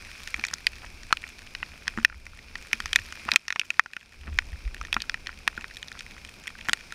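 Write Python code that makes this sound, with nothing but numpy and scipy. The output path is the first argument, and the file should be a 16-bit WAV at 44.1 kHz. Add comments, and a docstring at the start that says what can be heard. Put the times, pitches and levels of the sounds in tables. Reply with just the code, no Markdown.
"""Heavy rain under a palm by a lake, heard from inside a wet camera housing.
From the start, drops tick sharply on the plastic shell over a wash of rain, a fine patter and a low
rustle; now and then water smears over the case or it takes a dull bump. At 2 s, and twice in a flurry
between 3 and 4 s, a hard drop drives the gain down, and everything swells back within a second.
Just after 4 s wind rumbles and buffets the case, then dies down under lighter ticks."""
import sys
import numpy as np
from scipy import signal
from scipy.fft import rfft, irfft, next_fast_len
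from scipy.io import wavfile
from scipy.ndimage import uniform_filter1d

SR = 44100
rng = np.random.default_rng(int(sys.argv[2]) if len(sys.argv) > 2 else 0)


def store_pcm(level_fs):
    """Save levels as 16-bit WAV."""
    pcm = np.round(np.clip(level_fs, -1, 1) * 32767).astype(np.int16)
    wavfile.write(sys.argv[1], SR, np.atleast_2d(pcm).T)


N = 306142
T = np.arange(N) / SR
DROP_S = .004  # the time over which a drop's level is taken
CASE_HZ, CASE_WIDTH_HZ = 227, 15.3  # the low resonance of the whole case


def undb(db):
    """Decibels to gain."""
    return 10 ** (np.asarray(db) / 20)


def unit(x):
    """Scale to rms 1."""
    return x / np.sqrt(np.mean(x ** 2))


def unit_ring(rings):
    """Give each ring the energy of rms 1 held for DROP_S."""
    return rings / np.sqrt(np.sum(rings ** 2, axis=-1, keepdims=True) / (DROP_S * SR))


def add(out, start_s, sound):
    """Mix a sound in at a time."""
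    i = int(np.clip(start_s * SR, 0, N - 1))
    out[i:i + len(sound)] += sound[:N - i]


def wander(rate_hz):
    """A slow random drift at rms 1."""
    step = int(SR / rate_hz)
    stairs = np.repeat(rng.standard_normal(N // step + 1), step)
    return unit(uniform_filter1d(stairs, step)[:N])


def colour(x, points):
    """Shape a sound with an EQ curve of (Hz, dB) points, rolled off past its ends, at rms 1."""
    hz, db = np.transpose(points)
    size = next_fast_len(N + SR)
    f = np.maximum(np.fft.rfftfreq(size, 1 / SR), 1)
    rolloff = (np.minimum(f / hz[0], 1) * np.minimum(hz[-1] / f, 1)) ** 2
    curve = undb(np.interp(np.log(f), np.log(hz), db))
    return unit(irfft(rfft(x, size) * rolloff * curve, size)[:N])


def resonate(x, hz, width_hz):
    """One damped mode, gain 1 at its centre."""
    hz = min(hz, .45 * SR)
    return signal.lfilter(*signal.iirpeak(hz, hz / width_hz, fs=SR), x)


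def soften(x, hz):
    """A drop takes a moment to flatten, which rounds the onset and dulls what lies above hz."""
    return signal.sosfilt(signal.butter(2, hz, fs=SR, output="sos"), x)


def impacts(per_s, spread_db, top_db):
    """Random clicks, most near gain 1; spread_db sets how far the rare ones stray."""
    size = undb(np.minimum(spread_db * rng.exponential(size=N), top_db))
    return (rng.random(N) < per_s / SR) * size * np.sign(rng.standard_normal(N))


def patter(modes, per_s, spread_db, top_db, splash_s):
    """Small droplets tap a set of modes, each with a tiny burst of noise."""
    taps = np.abs(impacts(per_s, spread_db, top_db))
    splash = signal.lfilter([1], [1, -np.exp(-1 / (splash_s * SR))], taps)
    push = splash * rng.standard_normal(N)
    return unit(sum(undb(db) * resonate(push, hz, width) for hz, width, db in modes))


# The dark tone of the rustle. Each row: frequency in Hz, relative level in dB.
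RUSTLE_EQ = [(70, 7.5), (150, 3), (200, 2.5), (320, -1.5), (450, -3), (900, -6), (1700, -27)]


def rustle(level_db):
    """A low rustle of wet things moving close by, which keeps the case humming faintly."""
    noise = colour(rng.standard_normal(N), RUSTLE_EQ)
    hum = resonate(noise, CASE_HZ, CASE_WIDTH_HZ)
    return (noise + undb(-4) * hum) * undb(level_db + wander(rate_hz=32))


# The deep tone of the wind. Each row: frequency in Hz, relative level in dB.
WIND_EQ = [(10, -6.5), (25, 2.5), (45, -3.5), (70, 0), (100, -17.5), (160, -21.5), (400, -32.5)]
# The fader ride on the rumble. Each row: time in seconds, level in dB.
WIND_RIDE = [(0, -49), (1.85, -51), (2.15, -41), (2.5, -51), (3.0, -47.5), (3.2, -54), (4.0, -59.5),
             (4.3, -31.5), (4.45, -39), (4.8, -43.5), (5.1, -48), (6.94, -56)]
# Eddies thumping the case. Each row: centre in seconds, pitch in Hz, peak level in dB.
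BUFFETS = [(3.004, 87, -37), (4.323, 61.4, -26), (4.538, 63, -28.5), (4.671, 48, -22.5),
           (4.817, 47.4, -30.5)]


def wind():
    """Turbulent rumble, with single eddies that shove the housing for a cycle or two."""
    ride_db = np.interp(T, *np.transpose(WIND_RIDE))
    rumble = colour(rng.standard_normal(N), WIND_EQ)
    out = rumble * undb(ride_db + 2 * wander(rate_hz=9) - .8)
    for centre_s, hz, db in BUFFETS:
        cycles = (T - centre_s) * hz
        out += undb(db) * np.cos(2 * np.pi * cycles) * np.exp(-(cycles / .8) ** 2)
    return out


# The housing's three voices, shared by all water that hits it: plastic wall, air cavity, bright crack.
# Each row: pitch in Hz, bandwidth in Hz, relative level in dB.
WALL_MODES = [(986, 1300, -10), (1423, 136, 1.5), (1650, 1020, 1)]
CAVITY_MODES = [(1871, 230, 8.5), (2453, 390, 9), (2500, 110, 6.5)]
CRACK_MODES = [(3145, 260, 0.5), (3690, 1200, -1), (4430, 210, -5), (5336, 210, -3), (6100, 1570, -6.5),
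               (8800, 1800, -18.5), (12500, 6300, -24.5)]
# The tone of the wash through the cavity. Each row: frequency in Hz, relative level in dB.
WASH_EQ = [(500, -50), (1000, -9.5), (1600, -3.5), (1870, -12.5), (2080, -2), (2430, 4), (2950, -8.5),
           (4200, -8.5), (5300, -4.5), (6500, -14), (8000, -20), (9100, -16), (11500, -24), (15000, -28.5)]
# The fader ride on the rain. Each row: time in seconds, level in dB.
RAIN_RIDE = [(0, -48), (0.2, -46), (0.5, -50.3), (2.4, -52), (2.95, -47.5), (3.3, -47.3), (3.9, -50),
             (4.8, -53.5), (6.94, -51)]


def rain():
    """Countless drops on lake, grass and fronds merge into a wash; spray and drips tap the shell."""
    ride_db = np.interp(T, *np.transpose(RAIN_RIDE))
    wash = colour(impacts(per_s=7000, spread_db=-.5, top_db=6), WASH_EQ)
    wash *= undb(.5 * wander(rate_hz=17) - .97)
    spray = patter(CAVITY_MODES + CRACK_MODES, per_s=70, spread_db=5, top_db=13, splash_s=.0003)
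    spray = undb(-6) * soften(spray, hz=13000)
    drips = patter(WALL_MODES + CAVITY_MODES, per_s=18, spread_db=4, top_db=9, splash_s=.0009)
    drips = undb(-32) * soften(drips, hz=3600)
    return undb(ride_db) * (wash + spray) + undb(.5 * ride_db) * drips


# Dull knocks on the case. Each row: start in seconds, level in dB.
BUMPS = [(0.389, -41.5), (1.976, -28.5), (1.985, -31.5), (2.74, -44), (2.801, -44), (3.259, -40),
         (3.329, -40), (4.279, -36), (4.965, -34), (5.579, -41), (6.688, -35.5)]


def bumps(flex_hz=313, flex_width_hz=47, flex_db=-4):
    """The whole case hums briefly after a dull blow; a higher flexing mode dies sooner."""
    t = T[:SR // 6]
    thud_and_tail = .94 * np.exp(-t / .0046) + .61 * np.exp(-np.pi * CASE_WIDTH_HZ * t)
    hum = np.sin(2 * np.pi * CASE_HZ * t) * thud_and_tail
    flex = undb(flex_db) * np.sin(2 * np.pi * flex_hz * t) * np.exp(-np.pi * flex_width_hz * t)
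    out = np.zeros(N)
    for start_s, db in BUMPS:
        add(out, start_s, undb(db) * (hum + flex))
    return out


# Water smearing over the shell. Each row: centre in seconds, half length in seconds, level in dB.
SMEARS = [(0.39, 0.014, -44), (0.842, 0.0069, -37), (1.109, 0.0072, -39), (3.285, 0.014, -37),
          (3.337, 0.011, -38), (4.275, 0.017, -39), (5.589, 0.012, -45.5)]


def smears():
    """Running water rubs the wall of the housing in short crackly bursts."""
    crackle = patter(WALL_MODES + CAVITY_MODES, per_s=900, spread_db=3, top_db=10, splash_s=.0005)
    bursts = sum(undb(db) * np.exp(-((T - centre_s) / half_s) ** 2) for centre_s, half_s, db in SMEARS)
    return unit(soften(crackle, hz=1030)) * bursts


def strike(rows, modes, splash_s, splash_db, spray_s, spray_db, detune, spot_db):
    """One ring per drop: an impact, a brief splash and a faint spray excite the modes."""
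    t = T[:SR // 40]
    hz, width, db = np.transpose(modes)
    wet_tail = undb(splash_db) * np.exp(-t / splash_s) + undb(spray_db) * np.exp(-t / spray_s)
    draws = rng.standard_normal((len(rows), 3, len(t)))
    rings = []
    for (_, spot_hz, _, _), (noise, direction, load) in zip(rows, draws):
        push = .14 * noise * wet_tail
        push[0] += 1  # the impact
        # the struck spot brings out the modes near its own pitch, and starts each inwards or outwards
        nearness = np.exp(-(np.log2(spot_hz / hz) / .26) ** 2)
        gain = np.sign(direction[:len(hz)]) * undb(db + spot_db * nearness)
        # the film of water loads the shell differently at every blow
        loaded_hz = hz * (1 + detune * load[:len(hz)])
        rings.append(sum(g * resonate(push, f, w) for f, w, g in zip(loaded_hz, width, gain)))
    attack = 1 - np.exp(-t / .00028)  # the force builds while the drop flattens
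    return np.array(rings) * attack


def radiate(rings, low_hz, high_hz):
    """A small part radiates no bass and a soft drop excites little top; rings leave equally strong."""
    band = signal.butter(2, [low_hz, high_hz], "band", fs=SR, output="sos")
    return unit_ring(signal.sosfilt(band, rings))


def scatter_drops(count, smallest_db, range_db, lowest_hz, octaves):
    """Rows like BIG_DROPS for small drops at random times; those on higher spots crack more."""
    when, spot, size = rng.random((count, 3)).T
    rise = octaves * spot
    level_db = smallest_db + range_db * size ** 2
    crack_db = -18.5 + 8.5 * rise
    return np.transpose([when * T[-1], lowest_hz * 2 ** rise, level_db, crack_db])


# The foreground ticks: big drops on the housing. Each row: start in seconds, pitch that the landing
# spot favours in Hz, level in dB, crack in dB relative to the ring.
BIG_DROPS = [(0.2746, 1490, -30.5, -2), (0.3422, 2200, -21, -12), (0.3953, 2340, -31, -7),
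             (0.4387, 2510, -19.5, -12), (0.45, 6700, -26, -4), (0.4672, 6400, -35.5, 8),
             (0.4841, 4270, -33, 1), (0.5343, 1210, -29, -16), (0.538, 6200, -23.5, 17),
             (0.6678, 2600, -13, -0.5), (1.1266, 1310, -10.5, -8), (1.1706, 3380, -29, -2.5),
             (1.2393, 2510, -30, -31), (1.5503, 1870, -28, -2), (1.6288, 1740, -24, -22),
             (1.8789, 1620, -19, -4.5), (1.9751, 1500, -27.5, -21), (1.9861, 1050, -29, -19),
             (2.0482, 2060, 0.5, -10.5), (2.0983, 1440, -31.5, -16), (2.126, 1070, -34.5, -28),
             (2.2662, 1910, -32, -11.5), (2.555, 1980, -28.0, -9), (2.7308, 2100, -14.5, -9),
             (2.8025, 1570, -25, -5), (2.8578, 1660, -26, -2.5), (2.9306, 2450, -18, 2),
             (2.959, 3470, -9.5, -5.5), (2.9888, 2150, -28, -18), (3.124, 1560, -32, -3),
             (3.2883, 1450, -20.5, -17.5), (3.3169, 4100, -14.5, 0), (3.3361, 5060, -28, 7),
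             (3.3597, 2570, 4, -6), (3.4814, 2000, -16, -3), (3.5041, 2040, -12.5, -10.5),
             (3.5249, 1920, -15.5, -5.5), (3.5596, 1700, -16.5, -14), (3.5954, 2400, -9, 1),
             (3.6147, 2510, -18, -21), (3.7039, 2140, -12.5, -14), (3.7945, 1810, 4.5, -22),
             (3.8601, 1080, -22.5, -14), (3.934, 2150, -24.5, -10), (3.9662, 1610, -19, -16),
             (4.3875, 2050, -10.5, -9.5), (4.745, 1920, -34, -7), (4.8128, 1330, -29, -11.5),
             (4.8502, 1730, -35, -6), (4.9279, 2750, -17.5, -4), (4.9424, 1720, -24.5, 3),
             (4.9656, 1370, -18.0, -24), (5.0035, 3530, -32, 2), (5.0198, 3830, -26.5, 8),
             (5.0959, 1570, -21.5, -4.5), (5.1423, 1950, -23.5, -10), (5.2701, 4650, -27.5, -3.5),
             (5.292, 1460, -31.5, -32), (5.4771, 1700, -14, -9), (5.5767, 1300, -27.5, -21),
             (5.6427, 1690, -30, -13), (5.7691, 3680, -34, 3), (5.8281, 2620, -31, 1.5),
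             (5.883, 3500, -37, 10), (5.9169, 1520, -34.5, -11), (5.9913, 4020, -37, 9),
             (6.0066, 2500, -34.5, -4), (6.2489, 2600, -36.5, -1), (6.4715, 2600, -33.5, 3),
             (6.4772, 2470, -28, -6), (6.686, 1740, -20.5, -11), (6.6943, 1050, -19.5, -4),
             (6.7326, 1680, -14, -0.5), (6.923, 1510, -30.5, -6)]


def drops(rows, balance_hz=1618, wall_db_per_octave=29, wall_limit_db=13.5):
    """Each drop rings the wall and the air cavity for a few milliseconds and cracks as it bursts."""
    wall = strike(rows, WALL_MODES, splash_s=.0008, splash_db=-4,
                  spray_s=.004, spray_db=-22, detune=.04, spot_db=7)
    cavity = strike(rows, CAVITY_MODES, splash_s=.0007, splash_db=-6,
                    spray_s=.0035, spray_db=-22, detune=.015, spot_db=7)
    crack = strike(rows, CRACK_MODES, splash_s=.0006, splash_db=8,
                   spray_s=.003, spray_db=-12, detune=.035, spot_db=13)
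    wall = radiate(wall, low_hz=860, high_hz=2200)
    cavity = radiate(cavity, low_hz=1490, high_hz=3060)
    crack = radiate(soften(crack, hz=13100), low_hz=2200, high_hz=14600)
    t = T[:SR // 40]
    case_nudge = undb(-5) * np.sin(2 * np.pi * CASE_HZ * t) * np.exp(-t / .0008)
    out = np.zeros(N)
    for k, (start_s, spot_hz, db, crack_db) in enumerate(rows):
        # low spots ring the wall, high spots the cavity; both ring alike at balance_hz
        wall_db = np.clip(wall_db_per_octave * np.log2(balance_hz / spot_hz),
                          -wall_limit_db, wall_limit_db)
        ring = unit_ring(undb(wall_db) * (wall[k] + case_nudge) + cavity[k])
        add(out, start_s, undb(db) * unit_ring(ring + undb(crack_db) * crack[k]))
        # a droplet thrown off by the burst lands on another spot a moment later
        delay, size, hardness = rng.random(3)
        droplet = hardness * crack[k - 1] + (1 - hardness) * (cavity[k - 1] + wall[k - 1])
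        add(out, start_s + .0056 + .035 * delay, undb(-54.5 + 11.9 * size) * droplet)
    return out


def scene():
    """The mono mix: drops, smears and bumps over a bed of rain, rustle and wind."""
    small_drops = scatter_drops(count=80, smallest_db=-45, range_db=6.5, lowest_hz=1094, octaves=2.3)
    ticks = drops(BIG_DROPS) + drops(small_drops)
    return (ticks + smears() + bumps() + rain() + rustle(level_db=-56.5) + wind())[None]


def gain_control(x, ceiling_db, recovery_db_per_s):
    """The gain falls at once by as much as a drop exceeds the ceiling, then climbs steadily back."""
    power = uniform_filter1d(x ** 2, int(DROP_S * SR))
    level_db = 10 * np.log10(np.maximum(power, 1e-12))
    excess_db = np.maximum(level_db - ceiling_db, 0)
    climb_db = recovery_db_per_s * T
    cut_db = np.maximum.accumulate(excess_db + climb_db, axis=-1) - climb_db
    return x * undb(-cut_db)


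def record(dry):
    """Gain control ducks after the hardest ticks, their peaks are rounded off, and the top is cut."""
    ducked = gain_control(dry, ceiling_db=-7.5, recovery_db_per_s=16)
    rounded = ducked / (1 + (ducked / 1.2) ** 8) ** (1 / 8)
    high_cut = signal.ellip(8, .2, 70, 15500, fs=SR, output="sos")
    return signal.sosfilt(high_cut, rounded)


dry = scene()
out = record(dry)
store_pcm(out)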